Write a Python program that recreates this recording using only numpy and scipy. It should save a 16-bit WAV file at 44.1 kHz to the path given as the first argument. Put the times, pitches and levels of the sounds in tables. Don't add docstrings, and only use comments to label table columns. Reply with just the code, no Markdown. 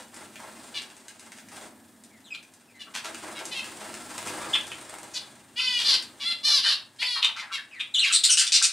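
import sys
import numpy as np
from scipy import signal
from scipy.fft import rfft, irfft
from scipy.io import wavfile
from scipy.ndimage import uniform_filter1d, minimum_filter1d

SR = 44100
rng = np.random.default_rng(int(sys.argv[2]) if len(sys.argv) > 2 else 0)


def file_out(sig):
    cols = np.atleast_2d(sig).T
    lim = np.clip(cols, -1, 1)
    pcm = np.round(lim * 32767).astype(np.int16)
    wavfile.write(sys.argv[1], SR, pcm)


N = 384552
TIME = np.arange(N) / SR
CUTOFF_HZ = 16200


def from_db(db):
    return 10 ** (np.asarray(db) / 20)


def rms_one(x):
    return x / np.sqrt(np.mean(x ** 2) + 1e-20)


def follow(rows, t):
    s, *columns = np.transpose(rows)
    return [np.interp(t, s, c) for c in columns]


def at_hz(points, hz):
    f, value = np.transpose(points)
    return np.interp(np.log(np.maximum(hz, 1)), np.log(f), value)


def colour(x, points):
    size = 2048
    level_db = at_hz(points, np.arange(size + 1) * SR / (2 * size))
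    cepstrum = irfft(np.log(from_db(level_db)))
    cepstrum[1:size] *= 2
    cepstrum[size + 1:] = 0
    response = irfft(np.exp(rfft(cepstrum)))
    return signal.fftconvolve(x, response / np.linalg.norm(response))[:len(x)]


def wander(rate, size):
    knots = rng.standard_normal(8192)
    return np.interp(np.arange(size) * rate / SR, np.arange(len(knots)), knots)


def add(out, s, x):
    at = max(round(s * SR), 0)
    out[at:at + len(x)] += x[:max(N - at, 0)]


def gate(t, length, attack, release):
    return np.clip(t / attack, 0, 1) * np.clip(1 - (t - length) / release, 0, 1)


# time_s, level_db
MURMUR = [(0.0, -60.5), (0.58, -58), (1.14, -66.5), (1.53, -58.5), (2.57, -65), (3.54, -58.5), (4.25, -54),
          (4.9, -66.5), (6.04, -61), (7.09, -70), (8.06, -70), (8.72, -72.5)]
# frequency_hz, level_db
QUIET_COLOUR = [(18, -53), (30, -13), (48, -74), (89, -7.5), (156, -13.5), (230, 2), (449, -16.5),
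                (761, -16), (1180, -36), (1270, -26), (1510, -27), (1740, -16.5), (2000, -26.5),
                (2600, -83), (4400, -120), (5000, -36), (9000, -27), (15000, -30)]


def background():
    mid = rms_one(colour(rng.standard_normal(N), QUIET_COLOUR))
    side = rms_one(colour(rng.standard_normal(N), QUIET_COLOUR))
    level_db = follow(MURMUR, TIME)[0] + 4.5
    return from_db(level_db) * (mid + from_db(-19.0) * side * np.array([[1], [-1]]))


def crackle(size, grain_db):
    grain = np.minimum(rng.exponential(1, size), 5)
    return rms_one(rng.standard_normal(size) * from_db(grain_db * grain))


# start_s, length_s, pushed_air_db, feather_rustle_db
FLUTTER_BURSTS = [(-.03, 0.033, -47, -48), (0.122, 0.1038, -49, -53), (0.381, 0.0896, -46.5, -55),
                  (1.209, 0.057, -55, -54.5), (1.35, 0.0374, -61, -52.5), (1.5, 0.146, -47.5, -50),
                  (2.863, 0.0285, -57, -71), (3.029, 0.062, -42.5, -59.5), (3.207, 0.101, -42, -50),
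                  (3.369, 0.0555, -43, -67.5), (3.797, 0.08, -45.5, -53), (4.083, 0.197, -48.5, -48.5),
                  (4.231, 0.2264, -40.5, -46), (4.456, 0.099, -43, -45), (4.891, 0.0267, -49, -68),
                  (5.757, 0.2, -52, -49.5)]
# time_s, level_db
SHUFFLING = [(0, -62), (.65, -53), (1.0, -59.5), (1.5, -62.5), (1.9, -66), (2.75, -66), (2.93, -60.5),
             (3.1, -51.5), (3.7, -49), (4.65, -49.5), (5.15, -53.5), (5.5, -62.5), (6.1, -58.5), (6.9, -66),
             (8.72, -64)]
# start_s, length_s, level_db
TAKEOFF_STROKES = [(2.937, 0.0758, -32), (3.037, 0.0617, -34), (3.387, 0.027, -39.5), (3.801, 0.035, -40.5),
                   (4.266, 0.072, -39.5)]
# frequency_hz, level_db
AIR_COLOUR = [(30, -22.5), (70, -20.5), (150, -18), (250, -12), (330, 5), (450, -6), (620, 2), (900, 1),
              (1200, 1), (2000, -4.5), (3500, -25.5), (8000, -31)]
FEATHER_COLOUR = [(800, -5.5), (2000, -2), (3500, -1), (6000, -3.5), (8700, 1.5), (10000, -4.5),
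                  (11500, -18), (15500, -18.5)]
STROKE_COLOUR = [(200, -28.5), (600, -9), (1100, 5.5), (2800, 6.5), (5000, 3), (8700, -1), (11500, -12.5),
                 (15500, -24)]
BEATS_PER_S = 22.4
BURST_ATTACK_S, BURST_RELEASE_S = 0.0224, 0.0526
SHUFFLE_AIR_DB = 0.5


def wings():
    shuffle_db, = follow(SHUFFLING, TIME)
    push = from_db(shuffle_db + SHUFFLE_AIR_DB)
    rub = from_db(shuffle_db)
    for s, length, air_db, feather_db in FLUTTER_BURSTS:
        effort = gate(TIME - s, length, BURST_ATTACK_S, BURST_RELEASE_S)
        push = np.hypot(push, from_db(air_db) * effort)
        rub = np.hypot(rub, from_db(feather_db) * effort)

    beat = 2 * np.pi * np.cumsum(BEATS_PER_S * (1 + 0.14043 * wander(9.8, N))) / SR
    air = colour(rng.standard_normal(N), AIR_COLOUR) * from_db(4.62 * np.cos(beat))
    rustle_db = 2.43 * np.cos(beat + 1) + 1.524 * wander(120, N)
    feathers = colour(crackle(N, grain_db=4.0), FEATHER_COLOUR) * from_db(rustle_db)
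    out = from_db(1.0) * push * rms_one(air) + from_db(4.0) * rub * rms_one(feathers)

    for s, length, db in TAKEOFF_STROKES:
        t = TIME[:SR // 4]
        swish = colour(crackle(len(t), grain_db=5.5), STROKE_COLOUR)
        add(out, s, from_db(db) * swish * np.interp(t / length, [0, .2, 1], [0, 1.3, 0]))
    return out


def snap(snap_t60, rub_db, rub_t60):
    t = TIME[:SR // 8]
    decay = from_db(-60 * t / snap_t60) + from_db(rub_db - 60 * t / rub_t60)
    return crackle(len(t), grain_db=1.17) * decay


# start_s, level_db
WING_CLAPS = [(2.95, -33.5), (4.179, -30), (4.228, -31), (4.272, -26), (4.284, -35.5), (4.348, -38.5),
              (4.717, -34), (4.812, -36), (4.896, -33), (4.94, -32), (4.985, -33.5), (5.031, -33.5)]
# start_s, level_db, dish_body_db (relative)
GRIT_TICKS = [(0.1429, -43.5, -14.5), (0.357, -45, -0.5), (0.402, -48, -23), (0.819, -41, -7),
              (0.9012, -49.5, -4), (0.967, -49, -15.5), (1.0823, -39.5, -8), (1.1952, -44, -13),
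              (1.3194, -43.5, -6), (1.3849, -48.5, -2), (1.486, -47, -8.5), (2.0369, -47, -18.5),
              (2.2048, -58.5, -5.5), (2.4277, -50.5, -6), (2.5374, -49.5, -25.5), (3.146, -38.5, -5),
              (3.454, -33.5, -24.5), (3.643, -38.5, -4), (3.9409, -37, -6.5), (4.0207, -46.5, -29.5),
              (4.105, -43, -8.5), (4.18, -34, -7.5), (4.609, -41.5, -13.5), (4.6692, -42, -23),
              (6.0239, -38.5, -10.5), (6.9621, -55, -9.5)]
# frequency_hz, level_db
CLAP_COLOUR = [(40, -16), (150, -2.5), (500, 3), (1200, 7), (2800, -1), (5000, -5.5), (8700, 5),
               (11500, -8.5), (15500, -21.5)]
GRIT_COLOUR = [(2000, -5), (4000, 6.5), (6300, 8), (8700, 9.5), (11500, 0), (15500, -28)]
DISH_COLOUR = [(700, -26.5), (1500, 25), (2000, 21), (3500, 22), (5000, -36), (9000, 4)]


def contacts():
    out = np.zeros(N)
    for s, db in WING_CLAPS:
        clap = colour(snap(snap_t60=0.0257, rub_db=-8.5, rub_t60=0.016), CLAP_COLOUR)
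        add(out, s, from_db(db - 2.0) * clap)
    for s, db, body_db in GRIT_TICKS:
        touch = snap(snap_t60=0.01366, rub_db=-5.5, rub_t60=0.134)
        dish = from_db(body_db + 4.0) * colour(touch, DISH_COLOUR)
        add(out, s, from_db(db + 3) * (colour(touch, GRIT_COLOUR) + dish))
    return out


def beak(hz, centre_hz, db):
    return db / (1 + (np.log(hz / centre_hz) / 0.549) ** 2)


def syrinx(hz, rough, beak_hz, throat, jitter, beak_db, slope_db=0):
    size = len(hz)
    unsteady = hz * np.exp(jitter * rough * wander(1100, size))
    phase = 2 * np.pi * np.cumsum(unsteady) / SR
    k = np.arange(1, int(CUTOFF_HZ / hz.min()) + 1)[:, None]
    partial = k * unsteady
    favour_db = 2.5 * rng.standard_normal((64, 1))[:len(k)]
    outlet_db = at_hz(throat, partial) + beak(partial, beak_hz, beak_db)
    gain = from_db(outlet_db + slope_db * np.log2(k) + favour_db) * (partial < SR / 2)
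    gain /= np.sqrt(uniform_filter1d(np.sum(gain ** 2, axis=0), size=400) / 2 + 1e-20)
    tone = np.sum(gain * np.sin(k * phase), axis=0)
    tone = tone * from_db(5.76 * rough * wander(700, size))

    leak_colour = []
    for f, db in throat:
        fall_db = min(slope_db, 0) * np.log2(max(f / hz.mean(), 1))
        leak_colour.append((f, db + beak(f, np.mean(beak_hz), beak_db) + fall_db))
    leak = rng.standard_normal(size) * (1 + np.cos(phase))
    hiss = rms_one(colour(leak, leak_colour))
    return rms_one(tone + 0.589 * rough * hiss)


def notes(rows, throat, arch, jitter, beak_db, slope_db, rattle_db, crest, warble=0):
    out = np.zeros(N)
    for s, length, start_hz, end_hz, db, rough, beak_hz in rows:
        u = np.linspace(0, 1, int(length * SR))
        cycle = 2 * np.pi * np.cumsum(165 * (1 + 0.2383 * wander(150.6, len(u)))) / SR
        glide = start_hz * (end_hz / start_hz) ** u
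        hz = glide * np.exp(arch * (.2 - (2 * u - 1) ** 4) + warble * rough * np.cos(cycle))
        swell = np.abs(np.sin(np.pi * u ** crest)) ** .5 * signal.windows.tukey(len(u), .12)
        rattle = rms_one(from_db(rattle_db * np.sin(cycle)))
        sound = syrinx(hz, rough, beak_hz, throat, jitter, beak_db, slope_db)
        add(out, s, from_db(db) * swell * rattle * sound)
    return out


# start_s, length_s, start_hz, end_hz, level_db, roughness (0-1), beak_resonance_hz
CONTACT_NOTES = [(.738, 0.056, 607.6, 531.8, -34, 0.2, 3170),
                 (2.792, 0.0397, 600.2, 546.9, -42.5, 0.28, 3130),
                 (3.345, 0.0565, 569, 518.4, -41, 0.17, 2620),
                 (3.51, 0.0294, 507, 482.4, -35.5, 0.17, 3170),
                 (3.538, 0.0676, 547.4, 510.4, -33.5, 0.09, 2980),
                 (5.134, 0.0264, 496.6, 511.9, -37.5, 0.26, 6320),
                 (5.148, 0.0362, 496.6, 479.7, -32, 0.16, 4100),
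                 (5.785, 0.05, 480.3, 450.8, -28, 0.82, 3790),
                 (6.197, 0.052, 566.7, 559.2, -34.5, 0.37, 3650),
                 (7.36, 0.0587, 553, 488.9, -39, 0.9, 3950),
                 (7.518, 0.0462, 565.4, 529.2, -30.5, 0.16, 3050),
                 (8.048, 0.0495, 550, 537.7, -29.5, 0.27, 3100)]
# frequency_hz, level_db
NASAL_THROAT = [(150, -39.5), (450, -16.5), (1050, 0), (1500, -5.5), (2100, -0.5), (2800, -2.5), (4000, -4),
                (4700, -5.5), (5500, -8.5), (6500, -12), (8500, -15), (10500, -16.5), (12500, -30),
                (15000, -35.5)]


def contact_notes():
    return notes(CONTACT_NOTES, NASAL_THROAT, arch=0.0878, jitter=0.098, beak_db=18.5, slope_db=3,
                 rattle_db=3.0, crest=1.43, warble=0.035)


# start_s, length_s, start_hz, end_hz, level_db, roughness (about 0-1)
THIN_WHISTLES = [(2.102, 0.089, 2352, 1857, -63.5, 0.02), (2.239, 0.0585, 4230, 2830, -54.5, 0.28),
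                 (2.303, 0.0523, 2593, 2358, -40, 0.1), (2.677, 0.0434, 2707, 2195, -64, 0.15),
                 (2.739, 0.0706, 2110, 1955, -57, 0.25), (2.866, 0.0268, 1358, 1027, -54, 0.49),
                 (4.4, 0.0532, 1136, 1236, -42.5, 0.12), (6.467, 0.0616, 1032, 637.5, -45, 0.25),
                 (6.635, 0.05, 1891, 1613, -37, 0.77), (6.645, 0.0567, 1094, 614.3, -45.5, 0.04),
                 (7.154, 0.0522, 1172, 947.6, -39, 0.88), (7.226, 0.0778, 1001, 865.7, -44.5, 0.78),
                 (7.36, 0.0287, 1497, 1105, -41, 1), (7.364, 0.047, 2400, 1980, -40.5, 0.62),
                 (7.411, .044, 1079, 747.5, -43.5, 0.52), (7.498, 0.0427, 1404, 1054, -43.5, 0.77),
                 (7.574, 0.0238, 1926, 1556, -40.5, 0.16), (7.705, 0.109, 2824, 1577, -48, 0.34),
                 (8.099, 0.0203, 1426, 1237, -38, 0), (8.372, 0.01025, 2723, 3007, -22.5, 0.42),
                 (8.398, 0.041, 1964, 1692, -37, 0.99), (8.614, 0.0148, 1325, 1314, -33, 1.01)]
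# frequency_hz, level_db
PURE_THROAT = [(200, -52.5), (700, -23), (1300, 3), (3800, 9), (5500, 5.5), (8000, 14.5), (11000, 5),
               (15000, -42)]


def whistles():
    rows = [(*row, row[2]) for row in THIN_WHISTLES]
    return notes(rows, PURE_THROAT, arch=0.0257, jitter=0.1036, beak_db=0, slope_db=-18,
                 rattle_db=4.0, crest=1.0, warble=0.1395)


# start_s, length_s, start_hz, end_hz, level_db, roughness (0-1), beak_resonance_hz
SHARP_YIPS = [(2.338, 0.0207, 1249, 1186, -41, 0.695, 3550), (4.532, 0.01635, 1647, 1573, -19, 0.135, 3050),
              (4.552, 0.00857, 1628, 1578, -23, 0.13, 3080),
              (4.547, 0.01434, 1290, 1084, -24.5, 0.68, 2500),
              (4.711, 0.0161, 839.2, 749.7, -36, 0.76, 2620),
              (5.587, 0.02046, 1394, 1215, -28.5, 0.256, 2830),
              (7.012, 0.0275, 836.7, 747.9, -28, 0.966, 2450), (7.221, 0.018, 1097, 1113, -21, 0.52, 3330),
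              (7.238, 0.0173, 1128, 977.3, -17.5, 0.55, 3456), (7.794, 0.022, 1129, 1190, -28, 0.367, 2960),
              (8.287, 0.0228, 1408, 1374, -22.5, 0.174, 3133)]
# frequency_hz, level_db
YIP_THROAT = [(200, -79), (700, -3), (1200, -2), (1800, -7.5), (2500, -10.5), (3500, -8.5), (4500, -20.5),
              (6000, -17.5), (8500, -16), (11000, -24), (15000, -37)]


def yips():
    return notes(SHARP_YIPS, YIP_THROAT, arch=0.3872, jitter=0.151, beak_db=31, slope_db=2.5,
                 rattle_db=2.5, crest=1.79, warble=0.1626)


# start_s, level_db, fade_60_db_s
PASSING_GUSTS = [(3.04, -68, 0.5), (4.23, -59.5, 10), (6.42, -68, 6.5)]
GUST_ATTACK_S = 0.046


def draught():
    flow = 0
    for s, db, t60 in PASSING_GUSTS:
        rise = np.clip((TIME - s) / GUST_ATTACK_S, 0, 1)
        flow = flow + rise * from_db(db - 60 * np.maximum(TIME - s, 0) / t60)
    rumble_colour = [(20, -25), (55, -3), (130, 10.5), (300, -30.5), (1000, -35.5)]  # Hz, dB
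    return flow * colour(rng.standard_normal(N), rumble_colour)


def long_call(t, hz, db, rough, beak_hz, throat, jitter, beak_db, slope_db, warble):
    out = np.zeros(N)
    tremor = rough * wander(260, len(t))
    sound = syrinx(hz * np.exp(warble * tremor), rough, beak_hz, throat, jitter, beak_db, slope_db)
    add(out, t[0], from_db(db + 1.04 * tremor) * sound * signal.windows.tukey(len(t), .02))
    return out


# start_s, length_s, rise_s, start_hz, crest_hz, end_hz,
# level_db, roughness (0-1), beak_resonance_hz (at mid-call)
WHINING_CALLS = [(5.557, .27, 0.0585, 459.5, 511.4, 463.7, -29, 0.16, 3276),
                 (5.835, 0.138, 0.0228, 517.9, 602, 440, -22, 0.76, 4350),
                 (6.233, 0.111, 0.0491, 630.6, 694.4, 666, -28, 0.2, 3354),
                 (6.429, .187, 0.04495, 556.3, 605.7, 501.1, -23, 0.44, 4346),
                 (6.619, 0.1374, 0.04437, 513.3, 611, 515.3, -24.5, 0.62, 3993),
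                 (6.985, 0.2172, 0.0599, 440.9, 503.4, 443.4, -31, 0, 3415)]
# frequency_hz, level_db
WHINE_THROAT = [(400, -23), (1050, -0.5), (1500, -4.5), (2050, -2.5), (2550, -5.5), (3020, -1.5),
                (3450, -2), (3850, -3), (4550, -1), (5500, -8.5), (6500, -15), (8500, -15.5),
                (10500, -14.5), (15000, -46)]
WHINE_ATTACK_S, WHINE_RELEASE_S = 0.025, 0.0276
SAG_POWER = 1.5
BREAK_S, BREAK_ROUGH = 0.064, 0.786
WHINE_SWELL_DB, PRESSED_SWELL_DB = 2, 2.5
BEAK_CLOSING = 0.121


def whine(s, length, rise, start_hz, crest_hz, end_hz, db, rough, beak_hz):
    t = np.arange(0, length, 1 / SR)
    climb = np.clip(1 - t / rise, 0, 1) ** 2
    sag = np.clip((t - rise) / (length - rise), 0, 1) ** SAG_POWER
    hz = crest_hz + (start_hz - crest_hz) * climb + (end_hz - crest_hz) * sag
    slack = (2 * t / length - 1) ** 2
    level_db = db - (WHINE_SWELL_DB + PRESSED_SWELL_DB * rough) * slack
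    breaking = np.clip(1 - (length - t) / BREAK_S, 0, 1)
    roughness = np.maximum(rough * (1 - .5 * slack), BREAK_ROUGH * breaking)
    moving_beak_hz = beak_hz * (1 - BEAK_CLOSING * slack)
    call = long_call(s + t, hz, level_db, roughness, moving_beak_hz, WHINE_THROAT,
                     jitter=0.0385, beak_db=20.0, slope_db=2.0, warble=0.02975)
    return call * gate(TIME - s, length - WHINE_RELEASE_S, WHINE_ATTACK_S, WHINE_RELEASE_S)


def whines():
    return sum(whine(*row) for row in WHINING_CALLS)


# time_s, pitch_hz, level_db, roughness (0-1)
SQUEAL_PATH = [(7.939, 3710, -36, 0.1), (7.947, 3600, -21.5, 0.2), (7.977, 2830, -28.5, 0.2),
               (7.995, 4163, -21.5, 0.31), (8.02, 2788, -27.5, 0.22), (8.05, 2168, -22, 0.47),
               (8.072, 1700, -39.5, 0.35), (8.12, 1420, -28, 0.37)]
SQUEAL_BEAK_HZ = 2960


def squeal():
    t = np.arange(SQUEAL_PATH[0][0], SQUEAL_PATH[-1][0], 1 / SR)
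    hz, level_db, rough = follow(SQUEAL_PATH, t)
    return long_call(t, hz, level_db, rough, SQUEAL_BEAK_HZ, PURE_THROAT,
                     jitter=0.1272, beak_db=21.5, slope_db=-6.5, warble=0.247)


# start_s, length_s, start_hz, end_hz, level_db, roughness (0-1), beak_resonance_hz
RATTLING_SCOLDS = [(8.12, 0.0542, 3872, 4393, -22, 0.672, 7900),
                   (8.13, 0.0433, 3655, 4027, -21, 0.877, 3900),
                   (8.235, 0.0361, 3880, 3884, -17.5, 0.804, 4400),
                   (8.296, 0.0496, 3138, 2987, -18.5, 0.738, 5700),
                   (8.37, 0.0518, 1486, 1498, -17.5, 0.852, 6400),
                   (8.463, 0.03, 1096, 1002, -29, 0.872, 4170),
                   (8.519, 0.0433, 1289, 1295, -12, 0.948, 4580),
                   (8.623, 0.0401, 1360, 1267, -16.5, 0.833, 5660)]
# frequency_hz, level_db
HARSH_THROAT = [(200, -78.5), (600, -22.5), (1300, -15), (2000, -2.5), (3000, 0), (5200, 3), (6800, -2),
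                (8700, 0), (10000, -11), (11300, -26.5), (15000, -33)]


def scolds():
    return notes(RATTLING_SCOLDS, HARSH_THROAT, arch=0.1194, jitter=0.08566, beak_db=7.5, slope_db=2.0,
                 rattle_db=4, crest=0.582, warble=0.1103)


def voices():
    flock = contact_notes() + whistles() + yips() + whines() + squeal() + scolds()
    no_bass = signal.butter(4, 450, "high", fs=SR, output="sos")
    return signal.sosfilt(no_bass, from_db(1.0) * flock)


# frequency_hz, t60_s
ROOM_DECAY = [(200, 0.61), (1000, 0.3067), (3500, 0.2684), (8000, 0.1427), (15000, 0.2986)]
# delay_s, level_db
WALL_ECHOES = [(.0052, -20.5), (0.0096, -8.5), (0.0172, -23.5)]


def room(x, tail_db, side_db):
    t = TIME[:SR // 2]
    edges = [60, 500, 1500, 3000, 6000, 10000, 18000]
    tail = 0
    for low, high in zip(edges, edges[1:]):
        band_filter = signal.butter(2, [low, high], "band", fs=SR, output="sos")
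        band = signal.sosfilt(band_filter, rng.standard_normal((2, len(t))))
        tail = tail + band * from_db(-60 * t / at_hz(ROOM_DECAY, np.sqrt(low * high)))
    tail = tail * np.clip(t / 0.00772, 0, 1)
    mid, side = from_db(tail_db) * tail / np.linalg.norm(tail[0])
    side = signal.sosfilt(signal.butter(1, 350, "high", fs=SR, output="sos"), side)
    mid[0] += 1
    for delay, db in WALL_ECHOES:
        mid[round(delay * SR)] += from_db(db)
    responses = [mid + sign * from_db(side_db) * side for sign in (1, -1)]
    return np.array([signal.fftconvolve(x, response)[:N] for response in responses])


def scene():
    left_right = np.array([[1], [-1]])
    movement = room(wings() + contacts(), tail_db=-3.0, side_db=-8.5) * from_db(0.303 * left_right)
    calls = room(voices(), tail_db=-1.5, side_db=-11.5) * from_db(0.59 * left_right)
    return background() + from_db(-3.5) * movement + calls + draught()


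LIMIT = .52


def record(dry):
    excess_db = 20 * np.log10(np.maximum(np.abs(dry).max(axis=0) / LIMIT, 1))
    gain_db = uniform_filter1d(minimum_filter1d(-excess_db, size=220), size=220)
    bass_cut = signal.butter(2, 42, "high", fs=SR, output="sos")
    top_cut = signal.cheby2(16, 60, CUTOFF_HZ, fs=SR, output="sos")
    held = signal.sosfilt(bass_cut, dry * from_db(gain_db))
    return signal.sosfilt(top_cut, held)


dry = scene()
out = record(dry)
file_out(out)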